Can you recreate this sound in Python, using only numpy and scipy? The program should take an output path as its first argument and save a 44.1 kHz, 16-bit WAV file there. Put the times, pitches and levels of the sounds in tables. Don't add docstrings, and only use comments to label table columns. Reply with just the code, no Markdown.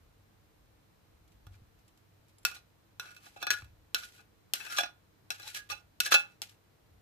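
import sys
import numpy as np
from scipy import signal
from scipy.fft import rfft, irfft, next_fast_len
from scipy.io import wavfile

SR = 44100
rng = np.random.default_rng(int(sys.argv[2]) if len(sys.argv) > 2 else 0)


def output_pcm(signal):
    pcm = np.clip(np.atleast_2d(signal).T, -1, 1) * 32767
    wavfile.write(sys.argv[1], SR, np.round(pcm).astype(np.int16))


N = 309422

# hiss colour, columns corner_hz, relative_level_db (per Hz)
FLOOR_COLOUR = [(65, -31), (110, -6), (124, -7), (191, -12), (255, -15.5), (313, -16.5), (444, -18.5),
                (472, -16.5), (821, -18.5), (8000, -34), (12800, -35.5), (14800, -27.5)]
FLOOR_DB = -67.5
# centre_hz, width_hz, rms_level_db
HUM_BANDS = [(99.2, 2.3, -72), (184, 13, -82.5), (314, 27, -78.5), (446, 21, -82), (4040, 55, -90.5),
             (11640, 630, -87)]
# pitch_hz, likeness (0 to 1)
LIKENESS = [(60, .9), (130, .75), (290, .25), (640, .1), (1400, .001)]
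# peak_s, peak_db (added to the steady rumble)
RUMBLE_SWELLS = [(0.0, -65), (0.6, -69.5), (1.17, -69), (1.48, -59.5), (2.5, -68.5), (3.67, -59),
                 (4.85, -76), (5.73, -69), (6.9, -67)]
RUMBLE_DB, SWELL_RISE_DB_PER_S, SWELL_FALL_DB_PER_S = -79, 100.5, 52

# start_s, relative_level_db
ARM_TICKS = [(1.2775, -66), (1.3186, -72), (1.789, -70), (1.88, -45), (1.975, -47), (2.2833, -47),
             (2.293, -73), (2.384, -38), (2.431, -43.5)]
# pitch_hz, relative_level_db, t60_s
ARM_MODES = [(5184, -10.5, 0.02), (7600, -10, 0.047), (10630, -7, .04), (13000, -8, .02)]
ARM_TRIM_DB, ARM_CLICK_GAIN = -14, 2.4
BRUSH_DB, BRUSH_T60_S = -73, 0.081

# time_s, hiss_db (before the catches)
STROKES = [
    [(1.51, -90), (1.534, -70.5), (1.6, -95)],
    [(2.46, -47.5), (2.538, -65), (2.57, -59.5), (2.66, -97)],
    [(3.01, -63), (3.126, -69.5), (3.212, -75), (3.266, -58), (3.314, -68.5), (3.4, -73.5), (3.42, -53)],
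    [(3.51, -37), (3.554, -55.5), (3.7, -88.5)],
    [(3.96, -56.5), (4.036, -54.5), (4.114, -66.5), (4.198, -67.5), (4.264, -93)],
    [(4.55, -47), (4.686, -58.5), (4.722, -48), (4.754, -54), (4.79, -36.5), (4.816, -53.5), (4.84, -59.5),
     (4.92, -82)],
    [(5.315, -51.5), (5.366, -67), (5.488, -53), (5.528, -61.5), (5.566, -41), (5.612, -65.5), (5.678, -77)],
    [(5.69, -62.5), (5.71, -44.5), (5.744, -64.5), (5.82, -78)],
    [(6.03, -53), (6.066, -39), (6.104, -65), (6.118, -38)],
    [(6.13, -44), (6.148, -31.5), (6.17, -47), (6.272, -78), (6.36, -83.5)],
    [(6.425, -47), (6.485, -74.5), (6.495, -72), (6.56, -83.5)],
]
# corner_hz, relative_level_db (per Hz)
FRICTION_COLOUR = [(240, -59), (400, -16.5), (1070, -21.5), (1660, -9), (1880, -4.5), (2580, -2),
                   (9370, -8.5), (13500, -9), (15000, -23.5)]
SLIPS_PER_S, SLIP_SPREAD_DB = 3700, 2.5
CATCHES_PER_S, CATCH_DB, CATCH_SPREAD_DB, CATCH_T60_S = 90, -2.0, 2.5, .04
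SKID_RING_DB, SKID_HISS_DB, SKID_T60_S = -30.5, -27, .07

# start_s, crack_db, ring_db (both relative), low_modes_extra_db, high_modes_tilt_db_per_octave,
# left_over_right_db, favoured_hz, favoured_hz (two modes at the touched spot),
# ring_time_share (of the free t60, under the press of tip and hand), rubbed_ring_db (against the hiss)
KNOCKS = [(1.4675, -45.5, -55.5, 10, 0.5, -9, 1210, 3440, 0.59, -4),
          (1.542, -74, -60.5, 5, -3, 1.5, 1720, 2370, 0.48, -4),
          (2.4506, -9, -28.5, -45, 7, 0.5, 1450, 2600, 0.62, 0.5),
          (2.5138, -43, -43.5, -22, 1.5, -20, 1485, 2470, 0.76, 3),
          (2.5635, -57, -54.5, 12, 4.5, 4, 1600, 3920, 0.63, 1),
          (2.997, -25.5, -30.5, -34, -0.5, 0, 1470, 4120, 0.53, 9),
          (3.058, -60, -50.5, 10, 3, 0, 1420, 2550, 0.38, 11),
          (3.1651, -43, -48.5, -24, 0, -3, 1221, 2540, 0.67, 0),
          (3.2652, -47, -51.5, 16.5, -4, -1.5, 880, 2500, 0.54, 2),
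          (3.3626, -58, -51.5, 21.5, -5, -4.5, 1336, 2630, 0.85, 15.5),
          (3.427, -25.5, -28.5, 4, -1, -0.5, 822, 3440, 0.87, 5),
          (3.4684, -26.5, -27.5, 1.5, 1.5, 1.5, 1690, 2410, 0.95, 5),
          (3.5042, -17, -20.5, -34, 5.5, 3.5, 1660, 1430, 0.56, 8.5),
          (3.6215, -53, -43.5, 7, -4, -6, 1220, 2340, 0.22, 14),
          (3.645, -47.5, -57, -9, -1, -5.5, 1660, 2550, 0.45, 11),
          (3.9457, -13, -26, -31, 5, -1, 1510, 2720, 0.59, 2.5),
          (3.9606, -44, -30.5, -28, -19, -13.5, 1430, 5650, 0.73, 5),
          (4.0341, -43, -39.5, -36, 2, -2, 1474, 4200, 0.58, -4),
          (4.1918, -59, -53, 6, -4, 4, 1530, 2570, 1, -4.5),
          (4.5363, -9, -46, 9, 10.5, -2, 1560, 2870, 1, -5.5),
          (4.599, -60, -57, -12, 1, 6, 1595, 2616, 0.65, 8.5),
          (4.699, -62, -44.5, 0, 4, 3, 1430, 1680, 0.72, 4.5),
          (4.7653, -35, -51, -8, 9.5, 14, 1420, 3530, 1, -4),
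          (4.771, -42, -44.5, -15, 12, -11, 1224, 3370, 0.78, 10.5),
          (4.785, -18.5, -17.5, -1, -2, 1, 712, 3470, 0.65, 11.5),
          (4.8344, -58, -29.5, 6, 1, -4, 711, 3590, 0.72, 16),
          (5.3044, -23.5, -29.5, 4, 4, -0.5, 1640, 2710, 0.59, 3.5),
          (5.3982, -39, -48, 7, 2.5, 1.5, 1380, 2600, 1, -3), (5.43, -47, -57.5, 5, 9, 0, 830, 3980, 1, 1),
          (5.477, -38, -60.5, -10, 14.5, 12, 1770, 4000, 0.69, -4),
          (5.5474, -26, -42, -25, 6, -5.5, 1644, 1740, 0.96, 4),
          (5.7, -48, -37, -2, 4, 2, 1230, 2540, 0.91, 2),
          (5.7159, -52, -38.5, -5.5, 6, -8, 828, 2645, 0.86, 7.5),
          (6.0027, -8, -28, -13, 8, -1.5, 1470, 2680, 0.51, 2.5),
          (6.049, -52, -48.5, -15, 14, -4, 1570, 1640, 1, 2),
          (6.115, -51, -42, -12, 3, -7, 1320, 7780, 1, 16),
          (6.1207, -12.5, -14, -4, -3.5, 1.5, 1221, 3478, 0.98, 6),
          (6.126, -30.5, -16, -12, 4, -6, 1442, 1221, 0.45, 12.5),
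          (6.1413, -26, -17, -0.5, 2, -0.5, 830, 2616, 0.97, 7),
          (6.4182, -20.5, -56, 28.5, 16, -2, 3160, 4500, 0.39, -6.5),
          (6.4947, -45, -79, 17, 17, 3, 1680, 4670, 0.6, -10)]
(KNOCK_S, KNOCK_CRACK_DB, KNOCK_RING_DB, LOW_EXTRA_DB, HIGH_TILT_DB, KNOCK_LEFT_DB,
 _, _, RING_SHARE, RUBBED_RING_DB) = np.array(KNOCKS).T
FAVOURED_HZ = np.array(KNOCKS)[:, 6:8]
# pitch_hz, free_t60_s
PLATE_MODES = [(325, .06), (560, .05), (712, .16), (807, .17), (845, .09), (1221, .06), (1434, .16),
               (1484, .11), (1559, .08), (1660, .14), (1686, .1), (2370, .08), (2503, .12), (2616, .13),
               (2745, .06), (2870, .08), (3160, .05), (3422, .07), (3478, .12), (3986, .11), (4043, .1),
               (4410, .1), (4700, .06), (5430, .09), (5540, .08), (5790, .1), (6560, .09), (7780, .07),
               (8780, .05), (10600, .05)]
PLATE_MODE_DB = [-15.5, -12, -12.5, -10, -10, -0.5, 1.5, -2.5, -6, -6, -3.5, -4, -6.5, -2, -10, -12, -9.5,
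                 -7, -8, -2.5, -12, -7, -17.5, -5.5, -16.5, -5.5, -11.5, -20.5, -23.5, -26.5]
MIDDLE_MODE_HZ, TOP_MODE_HZ = 1500, 5800
RING_DB, SPOT_SPREAD_DB = -9.5, 2.0
SIDE_SPREAD_DB, SIDE_TURN_RAD = 5.0, 2.0
FAVOUR_DB, FAVOUR_WIDTH = 8, .03
RUB_FAVOUR_DB, RUB_FAVOUR_WIDTH = 11, .035
WAVER_DB, WAVER_PER_S = 2.5, 50

# corner_hz, relative_level_db (per Hz)
CRACK_COLOUR = [(120, -49), (200, -11), (2090, -13.5), (2750, 1), (6880, -5.5), (8420, -3), (9400, -10),
                (13800, 0.5), (16000, -33.5)]
CRACK_DB, CRACK_T60_S, CRACK_LEFT_DB = -11.5, 0.021, 5
SNAP_DB = 16.5

# start_s, starting_level_db, pitch_hz, t60_s
THUDS = [(1.469, -48.5, 96.4, 0.41), (1.619, -46, 99, 0.07), (2.197, -58.5, 100, 0.28),
         (3.626, -45, 102.8, 0.19), (5.717, -58.5, 94, 0.18)]

RIGHT_LAG_S = .00027
KITCHEN_T60_S, WALL_CUT_HZ, KITCHEN_DB = .26, 9000, -22
TREBLE_STEP_HZ, TREBLE_STEP_DB, CUTOFF_HZ = 14600, -20, 16780


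def from_db(db):
    return 10 ** (np.asarray(db) / 20)


def rms_one(x):
    return x / np.sqrt(np.mean(x ** 2) + 1e-20)


def at_hz(points, hz):
    table_hz, values = np.array(points).T
    return np.interp(np.log(hz), np.log(table_hz), values)


def samples(times):
    arrivals_s = np.asarray(times) + [[0], [RIGHT_LAG_S]]
    return np.clip(np.round(arrivals_s * SR).astype(int), 0, N - 1)


def coloured(x, spectrum):
    hz = np.maximum(np.fft.rfftfreq(4096, 1 / SR), 1)
    cepstrum = irfft(np.log(from_db(at_hz(spectrum, hz))))
    cepstrum[1:2048] *= 2
    cepstrum[2049:] = 0
    taps = irfft(np.exp(rfft(cepstrum)))[:2048]
    taps /= np.sqrt(np.sum(taps ** 2))
    return signal.fftconvolve(x, taps[None], axes=1)[:, :N]


def decay(clicks, t60):
    return signal.lfilter([1], [1, -from_db(-60 / (t60 * SR))], clicks + 1e-18)


def dying(times, levels_db, t60):
    clicks = np.zeros(N)
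    np.add.at(clicks, samples(times)[0], from_db(levels_db))
    return decay(clicks, t60)


def mode_pole(hz, t60):
    return from_db(-60 / (t60 * SR)) * np.exp(2j * np.pi * hz / SR)


def ring(drive, hz, t60):
    return signal.lfilter([1], [1, -mode_pole(hz, t60)], drive + 1e-18).imag


def alike_noise(likeness):
    mid, side = rng.standard_normal((2, N))
    alike = np.clip(likeness, 0, 1)
    shared = np.sqrt(1 + alike) * mid
    opposed = np.sqrt(1 - alike) * side * np.array([[1], [-1]])
    return (shared + opposed) / np.sqrt(2)


def waver(spread_db, per_s):
    knots = from_db(spread_db * rng.standard_normal((2, 400)))
    position = np.arange(0, N, 32) / SR * per_s
    coarse = np.array([np.interp(position, np.arange(400), k) for k in knots])
    return np.repeat(coarse, 32, axis=1)[:, :N]


def rumble_gain():
    t, gain = np.arange(0, N, 256) / SR, from_db(RUMBLE_DB)
    for peak_s, peak_db in RUMBLE_SWELLS:
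        drop_db = np.maximum(SWELL_RISE_DB_PER_S * (peak_s - t), SWELL_FALL_DB_PER_S * (t - peak_s))
        gain = gain + from_db(peak_db - drop_db)
    return np.interp(np.arange(N) / SR, t, gain)


def floor():
    low_pass = signal.butter(2, 220, fs=SR, output="sos")
    high_pass = signal.butter(2, 220, "high", fs=SR, output="sos")
    bass = signal.sosfilt(low_pass, alike_noise(at_hz(LIKENESS, 130)))
    rest = signal.sosfilt(high_pass, alike_noise(at_hz(LIKENESS, 1400)))
    out = from_db(FLOOR_DB) * coloured(bass + rest, FLOOR_COLOUR)
    rumble_band = signal.butter(2, [40, 85], "band", fs=SR, output="sos")
    rumble = signal.sosfilt(rumble_band, alike_noise(at_hz(LIKENESS, 60)))
    out += rumble_gain() * rms_one(rumble)
    for hz, width_hz, level_db in HUM_BANDS:
        t60 = np.log(1000) / (np.pi * width_hz)
        out += from_db(level_db) * rms_one(ring(alike_noise(at_hz(LIKENESS, hz)), hz, t60))
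    return out


def arms():
    clicks, ticks = np.zeros((2, N)), np.array(ARM_TICKS)
    at = samples(ticks[:, 0])
    for ch in range(2):
        clicks[ch, at[ch]] = from_db(ticks[:, 1] + ARM_TRIM_DB)
    ringing = sum(from_db(level_db) * ring(clicks, hz, t60) for hz, level_db, t60 in ARM_MODES)
    return ARM_CLICK_GAIN * clicks + ringing


def strokes():
    t, total = np.arange(N) / SR, np.zeros(N)
    for stroke in STROKES:
        times_s, levels_db = np.array(stroke).T
        total += from_db(np.interp(t, times_s, levels_db, left=-200, right=-200))
    return total


def skids(offset_db):
    return dying(KNOCK_S, KNOCK_CRACK_DB + offset_db, SKID_T60_S)


def catches():
    chance = rng.random((1000, 2))
    times = np.cumsum(-np.log(1 - chance[:, 0])) / CATCHES_PER_S
    levels_db = CATCH_DB - CATCH_SPREAD_DB * np.log(1 - chance[:, 1])
    heard = times < N / SR
    return rms_one(1 + dying(times[heard], levels_db[heard], CATCH_T60_S))


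def slips():
    sizes = from_db(SLIP_SPREAD_DB * np.minimum(rng.exponential(1, N), 5))
    signs = rng.choice([-1, 1], N)
    happens = rng.random(N) < SLIPS_PER_S / SR
    jolts = sizes * signs * happens * waver(2.5, 45)[0]
    return rms_one(np.array([jolts, np.roll(jolts, round(RIGHT_LAG_S * SR))]))


def friction(grit):
    own = from_db(3.0) * rng.standard_normal((2, N)) * waver(0.66, 40)
    tick_s = np.array(ARM_TICKS)[:, 0]
    envelope = grit * strokes() + skids(SKID_HISS_DB)
    envelope += dying(tick_s, np.full(len(tick_s), BRUSH_DB), BRUSH_T60_S)
    return envelope * coloured(slips() + own, FRICTION_COLOUR)


def favour(hz, top_db, width):
    nearness = np.exp(-.5 * (np.log(hz / FAVOURED_HZ) / width) ** 2)
    return (top_db * nearness).max(axis=1)


def struck_level(hz, chance):
    octaves = np.log2(min(hz, TOP_MODE_HZ) / MIDDLE_MODE_HZ)
    level = KNOCK_RING_DB + LOW_EXTRA_DB * np.clip(-octaves, 0, 1) + HIGH_TILT_DB * max(octaves, 0)
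    level += SPOT_SPREAD_DB * chance + RING_DB
    return level + favour(hz, FAVOUR_DB, FAVOUR_WIDTH)


def towards_microphones(hz, lean_chance, turn_chance):
    lean = from_db(KNOCK_LEFT_DB + SIDE_SPREAD_DB * lean_chance)
    shares = np.sqrt(2 / (1 + lean ** 2)) * np.array([lean, np.ones_like(lean)])
    apart = SIDE_TURN_RAD * min(hz / 1000, 1) * turn_chance
    return shares * np.exp(1j * np.array([[.5], [-.5]]) * apart)


def ring_held(force, hz, t60, starts):
    edges, state, out = [0, *starts, N], np.zeros((2, 1), complex), []
    for a, b, share in zip(edges, edges[1:], [1, *np.clip(RING_SHARE, .15, 1.5)]):
        pole = mode_pole(hz, t60 * share)
        part, state = signal.lfilter([1], [1, -pole], force[:, a:b] + 1e-18, zi=state)
        out.append(part.imag)
    return np.concatenate(out, axis=1)


def plate(grit):
    at, out = samples(KNOCK_S), np.zeros((2, N))
    chance = rng.standard_normal((len(KNOCKS), len(PLATE_MODES), 3))
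    spot = np.maximum(np.searchsorted(at[0], np.arange(N), side="right") - 1, 0)
    dragged = from_db(RUBBED_RING_DB)[spot] * strokes()
    rubbing = slips() * (grit * dragged + skids(SKID_RING_DB))
    for k, ((hz, t60), level_db) in enumerate(zip(PLATE_MODES, PLATE_MODE_DB)):
        struck = from_db(struck_level(hz, chance[:, k, 0]))
        towards = towards_microphones(hz, chance[:, k, 1], chance[:, k, 2])
        rubbed = from_db(favour(hz, RUB_FAVOUR_DB, RUB_FAVOUR_WIDTH))
        rubbed *= np.sqrt(3 / (t60 * SR))
        force = rubbing * (rubbed * towards)[:, spot]
        for ch in range(2):
            np.add.at(force[ch], at[ch], struck * towards[ch])
        gain = (-1) ** k * from_db(level_db) * waver(WAVER_DB, WAVER_PER_S)
        out += gain * ring_held(force, hz, t60, at[0])
    return signal.sosfilt(signal.butter(3, 260, "high", fs=SR, output="sos"), out)


def cracks():
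    clicks, at = np.zeros((2, N)), samples(KNOCK_S)
    for ch, side in enumerate((.5, -.5)):
        level_db = KNOCK_CRACK_DB + CRACK_DB + side * (CRACK_LEFT_DB + KNOCK_LEFT_DB)
        np.add.at(clicks[ch], at[ch], from_db(level_db))
    burst = decay(clicks, CRACK_T60_S) * rng.standard_normal((2, N))
    snap = -from_db(SNAP_DB) * clicks
    return coloured(burst + snap, CRACK_COLOUR)


def thuds():
    out = np.zeros(N)
    for start_s, level_db, hz, t60 in THUDS:
        start = int(start_s * SR)
        t = np.arange(min(SR // 2, N - start)) / SR
        envelope = from_db(level_db - 60 * t / max(t60, .02))
        out[start:][:len(t)] += envelope * np.sin(2 * np.pi * hz * t)
    return out


def kitchen(x):
    size = next_fast_len(N + SR)
    cycles = np.fft.rfftfreq(size)
    pole = np.exp(-2 * np.pi * WALL_CUT_HZ / SR)
    dull = (1 - pole) / (1 - pole * np.exp(-2j * np.pi * cycles))
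    echoes = np.zeros((2, len(cycles)), complex)
    lags = (rng.uniform(0.0036, .03, 16) * SR).astype(int)
    for k, lag in enumerate(lags):
        loss = from_db(-60 * lag / SR / KITCHEN_T60_S)
        loop = loss * dull * np.exp(-2j * np.pi * cycles * lag)
        echoes[k % 2] += (-1) ** (k // 2) * loop / (1 - loop)
    return irfft(echoes * rfft(x, size), size)[:, :N]


def scene():
    grit = catches()
    near = plate(grit) + cracks() + friction(grit) + arms()
    return near + from_db(KITCHEN_DB) * kitchen(near) + thuds() + floor()


def record(dry):
    step = signal.ellip(8, .5, 50, TREBLE_STEP_HZ, fs=SR, output="sos")
    stepped = signal.sosfilt(step, dry) + from_db(TREBLE_STEP_DB) * dry
    return signal.sosfilt(signal.cheby2(12, 70, CUTOFF_HZ, fs=SR, output="sos"), stepped)


dry = scene()
out = record(dry)
output_pcm(out)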